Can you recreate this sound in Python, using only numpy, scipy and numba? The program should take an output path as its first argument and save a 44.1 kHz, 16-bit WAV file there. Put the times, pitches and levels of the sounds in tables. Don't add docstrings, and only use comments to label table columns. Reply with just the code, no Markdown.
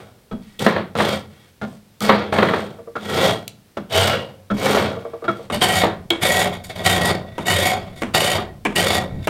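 import sys
import numpy as np
from scipy import signal
from scipy.fft import rfft, irfft, next_fast_len
from scipy.io import wavfile
from scipy.ndimage import uniform_filter1d
from numba import njit

SR = 44100
rng = np.random.default_rng(int(sys.argv[2]) if len(sys.argv) > 2 else 0)


def put_to_file(sound):
    columns = np.atleast_2d(sound).T
    safe = np.clip(columns, -1, 1)
    whole_steps = np.round(safe * 32767)
    wavfile.write(sys.argv[1], SR, whole_steps.astype(np.int16))


N = 409688
TIME = np.arange(N) / SR
HIT_TIME, STROKE_TIME = TIME[:SR // 2], TIME[:SR]
CLOSE_FROM_S = 5.49

# start, rise, push length and tearing length in seconds,
# body, cutting and hiss levels in dB, fall in dB per second, first and last tooth pace in Hz,
# blade note in Hz, singing of wood and blade in dB.
FAR_PUSHES = [(0.0, 0.0013, 0.013, .01, -37, -46, -56.5, 100, 445, 470, 3280, -9.5),
              (0.586, 0.023, 0.2, 0.083, -20, -28, -31.5, 168, 480, 450, 3440, -9),
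              (0.945, 0.05, .2, 0.2, -17.5, -22.5, -31.5, 180, 562, 550, 3320, -1),
              (2.0, 0.024, 0.22, 0.032, -18, -25, -26.5, 93, 541.6, 450, 3500, -12),
              (2.32, 0.0067, 0.28, 0.29, -18, -27, -39, 98, 585, 505, 3350, -2),
              (2.93, 0.3, 0.37, 0.37, -13, -18.5, -27, 144, 435.4, 684, 3470, 6),
              (3.885, 0.069, 0.26, 0.19, -14, -16.5, -23, 114, 646, 530, 3006, 8.5),
              (4.5, 0.17, 0.36, 0.28, -14, -21.5, -27, 95, 529, 630, 3306, -4)]
# start, rise and push length in seconds, level in dB, seconds until
# the arm eases, hiss lost there in dB, share of pace lost there, first and last blade note in Hz.
NEAR_PUSHES = [(5.604, 0.016, 0.22, -1.5, 0.081, 3.5, 0.02, 3080, 3240),
               (6.203, 0.034, 0.24, -1, 0.079, 0, 0.3, 3460, 3410),
               (6.833, 0.027, 0.27, -1.5, 0.17, 9.5, 0.06, 3060, 3570),
               (7.446, 0.04, 0.27, -1.5, .14, 2, 0.27, 2840, 3390),
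               (8.134, .012, 0.22, -3, .1, -1.5, .25, 2850, 3150),
               (8.749, 0.015, 0.23, -2.5, 0.11, 2, 0.3, 2880, 3670)]
# level in dB, boost of the first bite in dB,
# lag of the release in seconds, fall in dB per second.
NEAR_SHAPE = [(-19.5, 4, 0.022, 141), (-20, 7, -0.01, 224), (-26.5, 7, -0.017, 308)]
# pitch and width in Hz, far and near lift in dB.
RUBBED_MODES = [(96.1, 6.7, 5, 5), (210.7, 5.9, 15.5, -3), (458, 163, 8.5, -11), (597, 71, -1.5, 4.5),
                (725, 31, 4.5, 18.5), (1340, 45, 6, -27.5), (1905, 26, 7, 15), (2200, 60, 2.5, 11.5),
                (3357, 87, -0.5, -5.5), (3690, 125, -1, 8), (4490, 410, -5.5, 4), (6880, 130, -9, 4),
                (8420, 1100, -1, -5.5), (13000, 390, -8.5, 1)]
# pitch in Hz, t60 in seconds,
# level when struck and when rocking in dB.
STRUCK_MODES = [(345, .11, 1, -10), (462, .13, 0, 0), (585, .09, -2, -8), (660, .09, -2, -6),
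                (1165, .08, -9, -11), (1325, .08, -7, -20), (2235, .2, -9, -38), (3325, .2, -12, -52),
                (3730, .1, -14, -52)]
# start in seconds, # level
# in dB, chatter pitch in Hz, thump level in dB, chatter length in seconds, crunch offset from the level in dB.
LANDINGS = [(0.312, -28, 1310, -18, .022, -4.5), (0.59, -19.5, 3450, -18.5, 0.012, -22),
            (0.952, -18.5, 1353, -21, 0.017, -3.5), (1.614, -23, 1408, -18.5, 0.033, -4.5),
            (2.008, -18, 1262, -22, 0.015, -10), (2.954, -15.5, 1347, -34, 0.027, -15),
            (3.769, -19.5, 1320, -23, 0.019, -6), (4.501, -13, 1345, -10.5, 0.025, -15),
            (5.241, -21.5, 1313, -34, 0.02, -7), (5.28, -6, 1330, -23, 0.027, -17.5),
            (5.5, -13.5, 1130, -23, 0.0045, -5), (5.54, -21.5, 990, -17.5, 0.011, -34.5),
            (6.104, -0.5, 3406, -30, 0.0067, -15), (7.38, -17.5, 960, -27, 0.011, -6),
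            (8.019, -20, 2230, -20, 0.02, -0.5), (8.651, -10, 2343, -18, 0.018, -6.5),
            (9.272, -18.5, 2380, -16, .014, 0.5)]
# start and length in seconds, body, cutting and hiss levels in dB.
SCUFFS = [(0.412, 0.155, -60, -54.5, -60), (1.293, 0.19, -59, -54, -64), (1.648, 0.11, -45.5, -58, -57),
          (4.982, 0.33, -58, -58, -66), (5.299, .15, -39, -50, -56.5), (5.515, 0.033, -22.5, -27.5, -34.5),
          (6.524, 0.012, -61, -32.5, -44.5), (6.632, 0.016, -58, -43, -38.5),
          (6.689, 0.013, -31.5, -34, -46), (6.751, 0.0084, -27.5, -34, -41),
          (6.783, 0.041, -29.5, -37, -49), (7.255, 0.17, -55, -50.5, -74), (7.389, 0.037, -30.5, -47, -53),
          (7.781, 0.16, -53, -53.5, -69), (7.952, 0.075, -50, -47, -51), (9.111, 0.14, -65, -55.5, -70),
          (9.217, 0.03, -55, -45, -53.5)]
# start in seconds, level in dB.
TICKS = [(0.594, -17), (2.006, -17), (3.479, -13.5), (6.104, -10), (7.381, -30.5), (8.021, -23),
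         (8.651, -17.5), (9.273, -16)]
CATCHES = [(0.663, 4.5), (0.762, -4.5), (0.984, -7), (1.001, 0.5), (2.091, 9.5), (2.326, -5), (2.358, -6),
           (2.384, 2), (2.424, 3), (2.485, -2.5), (2.535, -2.5), (4.663, -4), (4.746, -5.5), (4.767, -1.5),
           (5.834, 2), (7.085, -9), (8.38, -7.5), (8.906, -13)]
ROCKS = [(2.786, -25.5), (2.873, -23.5), (4.969, -17.5), (5.05, -15), (5.134, -16), (5.221, -18.5),
         (5.391, -24)]
# time in seconds, level in dB.
SHUDDER_LEVELS = [(5.3, -71.5), (5.5, -44), (8.5, -39.5), (8.62, -43), (9.09, -36), (9.15, -26.5),
                  (9.2, -26), (9.25, -35), (9.29, -38)]
# frequency in Hz, t60 in seconds.
WORKSHOP_DECAY = [(100, 0.79), (700, 0.17), (2000, 0.27), (5000, 0.25), (14000, 0.042)]
# frequency in Hz, gain in dB.
AIR_EQ = [(12, -46), (20, -4), (123, 8.5), (1150, -10), (1330, -10), (4670, -13), (5080, -13.5),
          (6910, -17.5), (7950, -16), (16000, -19)]
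SHUDDER_EQ = [(20, -10), (45, -9), (95, -1), (170, -6), (300, -19), (900, -36), (3000, -112.5)]
FAR_STROKE_EQ = [(40, -54.5), (90, 0), (150, -2), (260, -7), (400, -8), (750, -7), (1000, -7.5), (1600, -8),
                 (3300, -10.5), (5500, -19.5), (10000, -31.5), (14500, -30), (16000, -44)]
NEAR_STROKE_EQ = [(40, -28.5), (90, 3.5), (130, -5), (180, 7), (260, -10), (380, -2), (800, -12.5),
                  (1500, -4.5), (2400, -10), (3000, -9), (5700, -18.5), (8500, -18), (13000, -22),
                  (16000, -35)]
FAR_LANDING_EQ = [(30, -58), (100, 6), (200, -2), (290, -1.5), (420, 3.5), (700, 0.5), (1000, -7.5),
                  (1400, -7.5), (2200, -18), (3800, -20), (5000, -28.5), (16000, -50)]
NEAR_LANDING_EQ = [(30, -27), (140, -15), (330, 7), (700, 3), (1500, -4), (3200, -11.5), (4500, -26.5),
                   (9000, -25.5), (16000, -56)]
CATCH_EQ = [(60, -32.5), (150, -14), (205, 14.5), (260, -1.5), (340, 6.5), (650, 5), (1400, -1), (1550, -4),
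            (1800, -1.5), (2600, -13), (4200, -15), (5200, -39.5), (15000, -44.5)]


def amp(db):
    return 10 ** (np.asarray(db) / 20)


def unit(x):
    return x / np.sqrt(np.mean(x ** 2) + 1e-20)


def along(points, hz):
    f, v = np.transpose(points)
    return np.interp(np.log(hz + 1), np.log(f + 1), v)


def wobble(rate):
    knots = rng.standard_normal(8192)
    return np.interp(TIME * rate, np.arange(len(knots)), knots)


def eq(x, points):
    size = 2 * next_fast_len(len(x) // 2 + 4096)
    cepstrum = irfft(np.log(amp(along(points, np.fft.rfftfreq(size, 1 / SR)))), size)
    cepstrum[1:size // 2] *= 2
    cepstrum[size // 2 + 1:] = 0
    return irfft(rfft(x, size) * np.exp(rfft(cepstrum)), size)[:len(x)]


def split(x, low_hz, high_hz):
    def side(v, hz, kind):
        sos = signal.butter(2, hz, kind, fs=SR, output="sos")
        return signal.sosfilt(np.vstack([sos, sos]), v)
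    upper = side(x, low_hz, "high")
    return side(x, low_hz, "low"), side(upper, high_hz, "low"), side(upper, high_hz, "high")


def add(track, start, sound):
    part = track[max(round(start * SR), 0):][:len(sound)]
    part += sound[:len(part)]


@njit
def resonance(x, hz, damping):
    out = np.zeros(len(x))
    state = 0j
    for i in range(len(x)):
        step = 2 * np.pi * hz[i] / SR
        loss = damping * step / 2
        state = state * np.exp(-loss + 1j * step) + 2 * loss * x[i]
        out[i] = state.real
    return out


def decay(t60):
    return amp(-60 * HIT_TIME / t60)


def burst(length, tail_db, t60):
    held = 1 / (1 + (HIT_TIME / length) ** 8)
    return (held + amp(tail_db) * decay(t60)) * (1 - np.exp(-HIT_TIME / 0.00085))


def push(rise, release_at, fall_db_per_s):
    built = np.clip(STROKE_TIME / rise, 0, 1) ** 2.08
    return built * amp(-fall_db_per_s * np.maximum(STROKE_TIME - release_at, 0))


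def glide(starts, lengths, first, last, bend=1):
    stroke = (np.searchsorted(starts, TIME, "right") - 1).clip(0)
    progress = np.clip((TIME - starts[stroke]) / lengths[stroke], 0, 1)
    return first[stroke] + (last - first)[stroke] * progress ** bend


def room_air():
    return amp(-54.5) * unit(eq(rng.standard_normal(N), AIR_EQ))


def bites(pace_hz, rows_db, clump_db):
    rows_passed = np.cumsum(pace_hz * (1 + .05 * wobble(110))) / SR
    jitter, strength = rng.standard_normal((12000, 2))[:int(rows_passed[-1])].T
    strikes = np.searchsorted(rows_passed, np.arange(len(jitter)) + .1 * jitter).clip(0, N - 1)
    teeth = np.bincount(strikes, amp(1.7 * strength), N)
    blunt_eq = [(150, -18), (450, 2.5), (800, 0), (1300, -6.5), (16000, -1)]
    teeth = eq(teeth - teeth.mean(), blunt_eq)
    force = amp(rows_db) * unit(teeth) + snaps(N, spread_db=7)
    return force * amp(clump_db * wobble(170) + 0.69 * wobble(45))


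def snaps(size, spread_db):
    return unit(rng.standard_normal(size) * amp(spread_db * rng.standard_normal(size).clip(-3, 2.5)))


def rasping(levels, pace_hz, blade_hz, force, colour, lifts_db, hum_db, blade_db):
    bench = rng.standard_normal(len(HIT_TIME)) * decay(0.19)
    bench = eq(bench / np.linalg.norm(bench), [(500, -12), (1500, -6), (6000, -8)])
    scrape = eq(force + signal.fftconvolve(force, bench)[:N], colour)
    sound = scrape + amp(hum_db) * resonance(scrape, pace_hz, damping=.13)
    note_hz = blade_hz * (1 + .025 * wobble(20))
    overtone_hz = 2.76 * blade_hz * (1 + 0.055 * wobble(22))
    sound += amp(blade_db) * resonance(scrape, note_hz, damping=.055)
    sound += amp(-3) * resonance(scrape, overtone_hz, damping=0.042)
    for (hz, width, *_), lift_db in zip(RUBBED_MODES, lifts_db):
        mode = signal.lfilter(*signal.iirpeak(hz, hz / width, SR), scrape)
        sound += amp(lift_db + 4.4 * wobble(12)) * mode
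    body, cutting, hiss = split(sound, low_hz=1100, high_hz=5000)
    hiss *= amp(3.2 * wobble(170))
    bands = [band / np.sqrt(uniform_filter1d(band ** 2, size=2600)) for band in (body, cutting, hiss)]
    return np.sum(levels * bands, axis=0)


def far_strokes():
    levels = scuffing(close=False)
    body, cutting, hiss = levels
    for start, rise, length, tearing, body_db, cutting_db, hiss_db, fall, *_ in FAR_PUSHES:
        sag_db = 21 * np.clip(STROKE_TIME - rise, 0, length)
        add(body, start, amp(body_db - sag_db) * push(rise, length, fall))
        add(cutting, start, amp(cutting_db - sag_db) * push(rise, length, 1.46 * fall))
        add(hiss, start, amp(hiss_db - sag_db) * push(rise, tearing, 1.48 * fall))
    hiss *= skipping()
    starts, _, lengths, *_, first_hz, last_hz, note_hz, sing_db = np.transpose(FAR_PUSHES)
    pace_hz = glide(starts, lengths, first_hz, last_hz, bend=5)
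    blade_hz = glide(starts, lengths, note_hz, note_hz - 130)
    singing_db = glide(starts, lengths, sing_db, sing_db)
    force = bites(pace_hz, rows_db=-17, clump_db=2)
    lifts_db = np.array(RUBBED_MODES)[:, 2]
    return amp(-3.5) * rasping(levels, pace_hz, blade_hz, force, FAR_STROKE_EQ, lifts_db,
                               hum_db=6.5 + singing_db, blade_db=0.5 + singing_db)


def workshop_echo(send):
    hz, t, noise = signal.stft(rng.standard_normal(SR // 2), SR, nperseg=256)
    fade = amp(-60 * t / along(WORKSHOP_DECAY, hz)[:, None])
    tail = signal.istft(noise * fade, SR, nperseg=256)[1]
    return signal.fftconvolve(np.pad(send, (300, 0)), tail / np.linalg.norm(tail))[:N]


def landings():
    out = np.zeros(N)
    for start, db, chatter_hz, thump_db, length, crunch_db in LANDINGS:
        drift = np.cumsum(uniform_filter1d(rng.standard_normal(len(HIT_TIME)), size=22))
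        note = np.sin(2 * np.pi * chatter_hz * HIT_TIME + drift * chatter_hz / 14000)
        chatter = amp(db - 8) * note * burst(length, tail_db=-20, t60=.1)
        colour = NEAR_LANDING_EQ if start > CLOSE_FROM_S else FAR_LANDING_EQ
        grit = fibre_grit(colour, spread_db=13)
        crunch = amp(db + crunch_db - 2) * grit * burst(length, tail_db=-6, t60=0.4)
        modes = amp(db - 18) * ring(np.array(STRUCK_MODES)[:, 2], attack_cycles=3.5, vary_db=5.5)
        sway = decay(0.17) * (1 - np.exp(-(HIT_TIME / 0.026) ** 2))
        thump = amp(thump_db + 10) * np.sin(2 * np.pi * 208 * HIT_TIME + 0.053 * drift) * sway
        add(out, start, chatter + crunch + modes + thump)
    return out


def fibre_grit(colour, spread_db):
    return unit(eq(snaps(len(HIT_TIME), spread_db), colour))


def ring(levels_db, attack_cycles, vary_db):
    hz, t60 = np.transpose(STRUCK_MODES)[:2, :, None]
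    gains = amp(levels_db[:, None] + vary_db * rng.standard_normal(hz.shape))
    waves = np.sin(2 * np.pi * (hz * HIT_TIME + rng.random(hz.shape)))
    attack = 1 - np.exp(-HIT_TIME * hz / attack_cycles)
    return np.sum(gains * waves * attack * decay(t60), axis=0)


def scuffing(close):
    levels = np.zeros((3, N))
    for start, length, *bands_db in SCUFFS:
        if (start > CLOSE_FROM_S) == close:
            for level, db in zip(levels, bands_db):
                add(level, start, amp(db) * push(rise=.012, release_at=length, fall_db_per_s=355))
    return levels


def ticks():
    out = np.zeros(N)
    for start, db in TICKS:
        spit = rng.standard_normal(len(HIT_TIME)) * decay(0.011)
        click = eq(spit, [(1500, -24), (3000, -6), (16000, -20.5)])
        add(out, start, amp(db) * click / np.abs(click).max())
    return out


def catches():
    out = np.zeros(N)
    for start, db in CATCHES:
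        tear = fibre_grit(CATCH_EQ, spread_db=4.5)
        add(out, start, amp(db - 17.5) * tear * burst(length=0.0096, tail_db=1.5, t60=0.3))
    return out


def skipping():
    dip = (1 - np.exp(-STROKE_TIME / .012)) * np.exp(-STROKE_TIME / 0.066)
    loss_db = np.zeros(N)
    for start, db in CATCHES:
        add(loss_db, start, 2 * amp(db) * dip)
    return amp(-loss_db)


def rocking():
    out = np.zeros(N)
    for start, db in ROCKS:
        scuff = fibre_grit([(100, -15), (500, 0), (1200, -6), (3500, -34), (16000, -65)], spread_db=3)
        knock = ring(np.array(STRUCK_MODES)[:, 3], attack_cycles=2.5, vary_db=1.5)
        add(out, start, amp(db - 2.5) * (knock + amp(-16) * scuff * decay(.12)))
    return out


def bench_shudder():
    swell = amp(np.interp(TIME, *np.transpose(SHUDDER_LEVELS)))
    return swell * unit(eq(rng.standard_normal(N), SHUDDER_EQ))


def near_strokes():
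    full_pace_hz, idle_slowing = 730, .15
    levels = scuffing(close=True)
    pace_share = np.full(N, 1 - idle_slowing)
    first_bite = np.exp(-(STROKE_TIME / 0.043) ** 2)
    for start, rise, length, db, easing_at, hiss_loss_db, pace_loss, *_ in NEAR_PUSHES:
        easing = np.exp(-((STROKE_TIME - easing_at) / .035) ** 2)
        losses_db = (0, 0.61 * hiss_loss_db, hiss_loss_db)
        for level, (band_db, bite_db, lag, fall), loss_db in zip(levels, NEAR_SHAPE, losses_db):
            gain = amp(db + band_db + bite_db * first_bite - loss_db * easing)
            add(level, start, gain * push(rise, length + lag, fall))
        speed_up = idle_slowing * push(rise, length + .04, fall_db_per_s=50)
        add(pace_share, start, speed_up - pace_loss * easing)
    starts, _, lengths, *_, first_hz, last_hz = np.transpose(NEAR_PUSHES)
    pace_hz = full_pace_hz * pace_share.clip(.5, 1)
    blade_hz = glide(starts, lengths, first_hz, last_hz, bend=0.84)
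    force = bites(pace_hz, rows_db=-13, clump_db=3)
    lifts_db = np.array(RUBBED_MODES)[:, 3]
    return rasping(levels, pace_hz, blade_hz, force, NEAR_STROKE_EQ, lifts_db, hum_db=13, blade_db=10)


def scene():
    strokes = far_strokes() + near_strokes()
    knocks = landings() + catches() + rocking() + ticks()
    echo = workshop_echo(amp(-12) * strokes + amp(-12.5) * knocks)
    return (strokes + knocks + echo + room_air() + bench_shudder())[None]


def record(dry):
    size = next_fast_len(N + 8192)
    passband = np.fft.rfftfreq(size, 1 / SR) < 16200
    return irfft(rfft(np.clip(dry, -1, 1), size) * passband, size)[:, :N]


dry = scene()
out = record(dry)
put_to_file(out)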